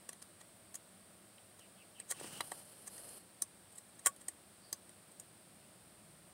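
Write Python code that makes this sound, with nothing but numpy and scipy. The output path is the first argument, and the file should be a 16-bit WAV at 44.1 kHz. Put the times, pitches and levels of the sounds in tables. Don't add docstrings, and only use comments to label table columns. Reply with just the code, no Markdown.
import sys
import numpy as np
from scipy import signal
from scipy.fft import rfft, irfft, next_fast_len
from scipy.io import wavfile

SR = 44100
rng = np.random.default_rng(int(sys.argv[2]) if len(sys.argv) > 2 else 0)


def materialize(psi):
    bounded = np.clip(np.atleast_2d(psi).T, -1, 1)
    quanta = np.round(bounded * 32767).astype(np.int16)
    wavfile.write(sys.argv[1], SR, quanta)


N = 279153
TIME = np.arange(N) / SR
LOCAL = np.arange(-int(.04 * SR), int(.12 * SR)) / SR
BLOW_SAMPLES = .004 * SR


def from_db(db):
    return 10 ** (np.asarray(db) / 20)


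def rms_one(x):
    return x / np.sqrt(np.mean(x ** 2) + 1e-20)


def unit_blow(x):
    return x * np.sqrt(BLOW_SAMPLES / (np.sum(x ** 2) + 1e-20))


def coloured(x, spectrum):
    hz, db = np.transpose(spectrum)
    size = next_fast_len(len(x))
    grid = np.maximum(np.fft.rfftfreq(size, 1 / SR), 1)
    gain = from_db(np.interp(np.log(grid), np.log(hz), db))
    return rms_one(irfft(rfft(x, size) * gain, size)[:len(x)])


def resonance(x, hz, width_hz):
    r = np.exp(-np.pi * width_hz / SR)
    feedback = [1, -2 * r * np.cos(2 * np.pi * hz / SR), r * r]
    return signal.lfilter(np.array([1, 0, -1]) * (1 - r * r) / 2, feedback, x)


def ring_width(t60):
    return np.log(1000) / (np.pi * t60)


def bell(x, hz, width_hz, gain_db):
    a = from_db(gain_db / 2)
    q = np.sin(np.pi * width_hz / SR)
    c = -2 * np.cos(2 * np.pi * hz / SR)
    return signal.lfilter([1 + q * a, c, 1 - q * a], [1 + q / a, c, 1 - q / a], x)


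def drift(rate):
    knots = rng.standard_normal(N // 10)
    return rms_one(np.interp(TIME * rate, np.arange(len(knots)), knots))


def add(track, s, sound):
    at = np.arange(len(sound)) + int(round((s + LOCAL[0]) * SR))
    inside = (at >= 0) & (at < N)
    track[at[inside]] += sound[inside]


def contact(rise_s, fall_s):
    return np.exp(-np.abs(LOCAL) / np.where(LOCAL < 0, rise_s, fall_s))


def slips(size, spread_db):
    uneven = np.clip(rng.standard_normal(size), -2, 2)
    return rng.standard_normal(size) * from_db(spread_db * uneven)


CRACK_DB_PER_DOUBLING = 0.5

# time in seconds, level in dB, housing share in dB, slide-in in seconds,
# main shell mode in Hz, second shell mode in Hz.
PLUG_CONTACTS = [ (0.0918, -43, -5, 0.0011, 5740, 7170), (0.1320, -52.5, -5.5, 0.0035, 6300, 10000),
                 (0.2210, -55.5, -4.5, 0.0015, 4670, 7450), (0.2256, -50, -9.5, .0012, 4900, 9070),
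                 (0.4151, -57, 0.5, 0.0074, 3460, 7400), (0.7448, -47, -9.5, .0017, 6200, 7160),
                 (0.7560, -42, -16, .0034, 6400, 7140), (1.5950, -57.5, -5, 0.0025, 6570, 11000),
                 (2.0015, -50, -4, 0.0022, 8220, 8500), (2.1142, -33.5, -9.5, 0.0083, 6550, 8300),
                 (2.1215, -43, 0, 0.00069, 7260, 9500), (2.2, -52.5, 0.5, 0.0019, 7900, 8300),
                 (2.4077, -39, -4, 0.00052, 4050, 4800), (2.5196, -47, 1, 0.0023, 7960, 9100),
                 (2.8800, -45.5, -8, 0.0056, 6400, 8300), (2.981, -52, -6, .0014, 6300, 8800),
                 (3.091, -53.5, -11, 0.0016, 7340, 8800), (3.4223, -30, -19, 0.0013, 6200, 9060),
                 (3.7858, -50.5, -11, .0050, 8140, 9000), (3.9953, -54.5, -9, 0.0032, 6550, 8400),
                 (4.055, -55, -1.5, 0.0062, 7260, 8740), (4.164, -60, -5, .0012, 10000, 11100),
                 (4.217, -58, -5, .0070, 8300, 10500), (4.2845, -38, -11.5, 0.001, 7650, 8620),
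                 (4.7290, -32, -16, 0.00086, 6300, 4950), (4.8933, -61, -3, .0010, 8900, 10200),
                 (5.118, -65, -18, .0011, 8400, 13000), (5.1994, -46, -15, 0.001, 7300, 8100)]

# frequency in Hz, relative level in dB per Hz.
CRACK_SPECTRUM = [(200, -11.5), (1000, -17), (2600, -20.5), (4300, -3), (5600, 3.5), (6600, 11),
                  (9000, 2.5), (12000, 3), (16000, -6.5)]


def plugs(fall_s, shell_width_hz, main_db, second_db, crack_db, damping_slide_s):
    out = np.zeros(N)
    for s, db, housing_db, slide_s, main_hz, second_hz in PLUG_CONTACTS + fumbles():
        force = contact(slide_s, fall_s) * coloured(slips(len(LOCAL), spread_db=5.0), CRACK_SPECTRUM)
        damping = 1 + slide_s / damping_slide_s
        width_hz = damping * shell_width_hz
        main = from_db(main_db) * unit_blow(resonance(force, main_hz, width_hz))
        second = from_db(second_db) * unit_blow(resonance(force, second_hz, width_hz))
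        scrape_db = CRACK_DB_PER_DOUBLING * np.log2(damping)
        crack = from_db(crack_db + scrape_db) * unit_blow(force)
        body = from_db(housing_db) * housing(force, damping)
        add(out, s, from_db(db) * (crack + main + second + body))
    return out


FUMBLE_PER_S = 13
FUMBLE_DB, FUMBLE_SPREAD_DB = -60, 10
FUMBLE_HOUSING_DB, FUMBLE_SLIDE_S, FUMBLE_HZ = -12.5, 0.006, (8300, 10700)

# start in seconds, end in seconds.
FUMBLE_SPELLS = [(3.68, 4.02)]


def fumbles():
    rows = []
    for start, end in FUMBLE_SPELLS:
        for k, (late, weak) in enumerate(rng.random(size=(16, 2))):
            s = start + (k + late) / FUMBLE_PER_S
            db = FUMBLE_DB - FUMBLE_SPREAD_DB * weak
            if s < end:
                rows.append((s, db, FUMBLE_HOUSING_DB, FUMBLE_SLIDE_S, *FUMBLE_HZ))
    return rows


# mode in Hz, level in dB, t60 in seconds at damping 1.
HOUSING_MODES = [(350, -8, .03), (520, -6, .06), (630, -5, .05), (746, -4.5, .045), (1125, 0, .08),
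                 (1295, -6, .034), (1467, 1, .027), (1645, 3, .055), (1810, 0, .045), (1970, -3, .03),
                 (2234, -9, .03), (2550, -8, .029), (3010, -12, .018)]


def housing(force, damping):
    modes = 0
    for hz, db, t60 in HOUSING_MODES:
        modes = modes + from_db(db) * unit_blow(resonance(force, hz, damping * ring_width(t60)))
    treble_cut = signal.butter(4, 3300, fs=SR, output="sos")
    return unit_blow(signal.sosfilt(treble_cut, modes))


# time in seconds, level in dB, housing share in dB.
LATCH_SNAPS = [(4.0606, -32, -2.5), (4.0623, -30, -8), (4.0683, -31.5, 0.5), (4.0704, -29.5, -10.5)]

# mode in Hz, level in dB, t60 in seconds.
LATCH_MODES = [(6200, -2, .03), (7200, 2, 0.037), (7500, 7, 0.026), (8200, -3, 0.031), (7900, -5, 0.024),
               (8300, -15, .04), (8870, -10, 0.031), (8800, -4, 0.025), (9300, -14, .04), (9550, -11, .04),
               (10200, -1, .045), (10200, -16, .04), (12400, -4, 0.032), (13200, -5, 0.036)]

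# frequency in Hz, relative level in dB per Hz.
SNAP_SPECTRUM = [(200, -23), (1000, -13), (2600, -10.5), (4200, -14), (5500, -7), (6800, 2), (9000, -5),
                 (12500, -11), (16000, -12)]


def latch(rise_s, fall_s, ring_db, crack_db):
    out = np.zeros(N)
    for s, db, housing_db in LATCH_SNAPS:
        force = contact(rise_s, fall_s) * coloured(slips(len(LOCAL), spread_db=2.0), SNAP_SPECTRUM)
        modes = 0
        for hz, mode_db, t60 in LATCH_MODES:
            modes = modes + from_db(mode_db) * unit_blow(resonance(force, hz, ring_width(t60)))
        crack = from_db(crack_db) * unit_blow(force)
        ring = from_db(ring_db) * unit_blow(modes)
        body = from_db(housing_db) * housing(force, damping=0.98)
        add(out, s, from_db(db) * (crack + ring + body))
    return out


# time in seconds, level in dB, centre in Hz, width in Hz of the first of two resonances.
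TRIM_KNOCKS = [ (1.3830, -59.5, 2700, 1190), (2.212, -45, 328, 350), (2.244, -46.5, 298, 300),
               (2.407, -34.5, 940, 990), (2.519, -41, 624, 295)]


def knocks(rise_s, fall_s, rattle, skirt):
    out = np.zeros(N)
    for s, db, hz, width_hz in TRIM_KNOCKS:
        push = LOCAL == 0
        force = push + rattle * contact(rise_s, fall_s) * rng.standard_normal(len(LOCAL))
        panel = resonance(force, hz, width_hz)
        add(out, s, from_db(db) * unit_blow(resonance(panel, hz, skirt * width_hz)))
    return out


def reflections(x, near_db, near_t60, far_db, far_t60):
    t = LOCAL[LOCAL > 0]
    response = np.zeros(len(t))
    for db, t60 in [(near_db, near_t60), (far_db, far_t60)]:
        echoes = rng.standard_normal(len(t)) * np.exp(-np.log(1000) * t / t60) * (t > .0008)
        response += from_db(db) * echoes / np.linalg.norm(echoes)
    response[0] = 1
    return signal.fftconvolve(x, response)[:N]


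STROKE_ATTACK_S, STROKE_RELEASE_S = 0.092, 0.047


def stroke(start, end):
    before = np.maximum(start - TIME, 0) / STROKE_ATTACK_S
    after = np.maximum(TIME - end, 0) / STROKE_RELEASE_S
    return np.exp(-before ** 2 - after ** 2)


# start of the hold in seconds, its end in seconds, firm rub in dB, light brush in dB.
SLEEVE_STROKES = [(2.247, 2.385, -53, -66), (2.455, 2.59, -60.5, -60), (2.64, 2.93, -67.5, -66),
                  (2.98, 3.155, -62, -59)]

# frequency in Hz, relative level in dB per Hz.
RUB_SPECTRUM = [(60, -19), (130, 5.5), (300, -0.5), (800, -4), (1500, -5), (2300, -10), (3000, -1.5),
                (3600, -8.5), (6000, -3.5), (9000, -10), (12000, -17), (16000, -13)]

# frequency in Hz, relative level in dB per Hz.
BRUSH_SPECTRUM = [(100, -7), (600, 11), (1500, -8), (3700, -23), (4250, 7.5), (4600, -4), (5000, 7),
                  (5500, -14), (8500, 1), (11200, 6), (13500, -4), (16000, -9)]


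def rustle(grain_db, uneven_db):
    firm = np.max([from_db(db) * stroke(start, end) for start, end, db, _ in SLEEVE_STROKES], axis=0)
    light = np.max([from_db(db) * stroke(start, end) for start, end, _, db in SLEEVE_STROKES], axis=0)
    rub = firm * coloured(slips(N, grain_db), RUB_SPECTRUM)
    brush = light * coloured(slips(N, grain_db), BRUSH_SPECTRUM)
    return (rub + brush) * from_db(uneven_db * drift(90))


# peak time in seconds, level in dB,
# half length in seconds, centre in Hz, width in Hz of the first of two resonances.
SLEEVE_SQUEAKS = [ (2.262, -64, 0.034, 2840, 300), (2.368, -57, 0.052, 2980, 250),
                  (3.100, -75, 0.2, 4360, 170), (3.070, -80, .11, 4900, 170),
                  (4.660, -66.5, 0.046, 4620, 450), (5.625, -80, 0.063, 2740, 120)]


def squeaks():
    out = np.zeros(N)
    for s, db, half_s, hz, width_hz in SLEEVE_SQUEAKS:
        narrow = resonance(rng.standard_normal(N), hz, width_hz)
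        tone = rms_one(resonance(narrow, hz, 2 * width_hz))
        swell = np.exp(-((TIME - s) / half_s) ** 2)
        out += from_db(db) * swell * tone
    return out


# start in seconds, level in dB.
FAR_CHIRPS = [(1.594, -64.5), (1.765, -62), (1.949, -62.5), (2.135, -62)]


def chirps(start_hz, end_hz, length_s, blur_hz):
    out = np.zeros(N)
    for s, db in FAR_CHIRPS:
        progress = np.clip((TIME - s) / length_s, 0, 1)
        phase = 2 * np.pi * np.cumsum(start_hz + (end_hz - start_hz) * progress) / SR
        swell = np.sqrt(np.abs(np.sin(np.pi * progress)))
        out += from_db(db) * swell * drift(blur_hz) * np.sin(phase)
    return out


DRONE_QUIET_DB, DRONE_FULL_DB = -92, -68.5
DRONE_FULL_AT_S, DRONE_SWELL_DB_PER_S = 5.92, 16

# multiple of the shaft speed, relative level in dB.
ENGINE_ORDERS = [(2, -15), (3, -17.5), (4, -17), (5, -3.5), (6, -6)]


def drone(shaft_hz, waver_hz):
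    to_go_s = np.maximum(DRONE_FULL_AT_S - TIME, 0)
    level_db = np.maximum(DRONE_QUIET_DB, DRONE_FULL_DB - DRONE_SWELL_DB_PER_S * to_go_s)
    orders = np.zeros(N)
    for k, db in ENGINE_ORDERS:
        band = resonance(rng.standard_normal(N), k * shaft_hz, waver_hz)
        orders += from_db(db) * rms_one(resonance(band, k * shaft_hz, waver_hz))
    return from_db(level_db) * orders


CABIN_DB = -62.5

# frequency in Hz, relative level in dB per Hz.
CABIN_SPECTRUM = [(20, -54), (35, -30), (55, -12.5), (75, -11), (100, 0), (140, -8), (195, 2), (250, -7),
                  (340, -4.5), (430, -10), (620, -5), (890, -12.5), (1130, -12), (1450, -13), (2500, -16.5),
                  (5000, -16), (6500, -18.5), (8500, -17.5), (11500, -24), (16000, -22)]


def cabin():
    return from_db(CABIN_DB) * coloured(rng.standard_normal(N), CABIN_SPECTRUM)


def scene():
    handling = plugs(fall_s=0.0017, shell_width_hz=117, main_db=-4.5, second_db=-10.0,
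                     crack_db=-5, damping_slide_s=0.0013)
    handling = handling + latch(rise_s=0.00067, fall_s=0.0013, ring_db=-3.0, crack_db=-1.0)
    handling = handling + knocks(rise_s=0.0015, fall_s=0.0031, rattle=0.08, skirt=1.9)
    near = reflections(handling, near_db=-6, near_t60=0.04, far_db=-16.5, far_t60=0.08)
    sleeve = rustle(grain_db=2.0, uneven_db=1.55) + squeaks()
    far = chirps(start_hz=3170, end_hz=2430, length_s=.08, blur_hz=748)
    far = far + drone(shaft_hz=30.44, waver_hz=8.0) + cabin()
    return np.tile(near + sleeve + far, (2, 1))


def record(dry):
    x = bell(dry, hz=6560, width_hz=2940, gain_db=-8)
    x = bell(x, hz=8510, width_hz=1920, gain_db=10)
    x = bell(x, hz=9520, width_hz=2000, gain_db=5.5)
    top_cut = signal.ellip(12, .2, 80, 15750, fs=SR, output="sos")
    return signal.sosfilt(top_cut, x)


dry = scene()
out = record(dry)
materialize(out)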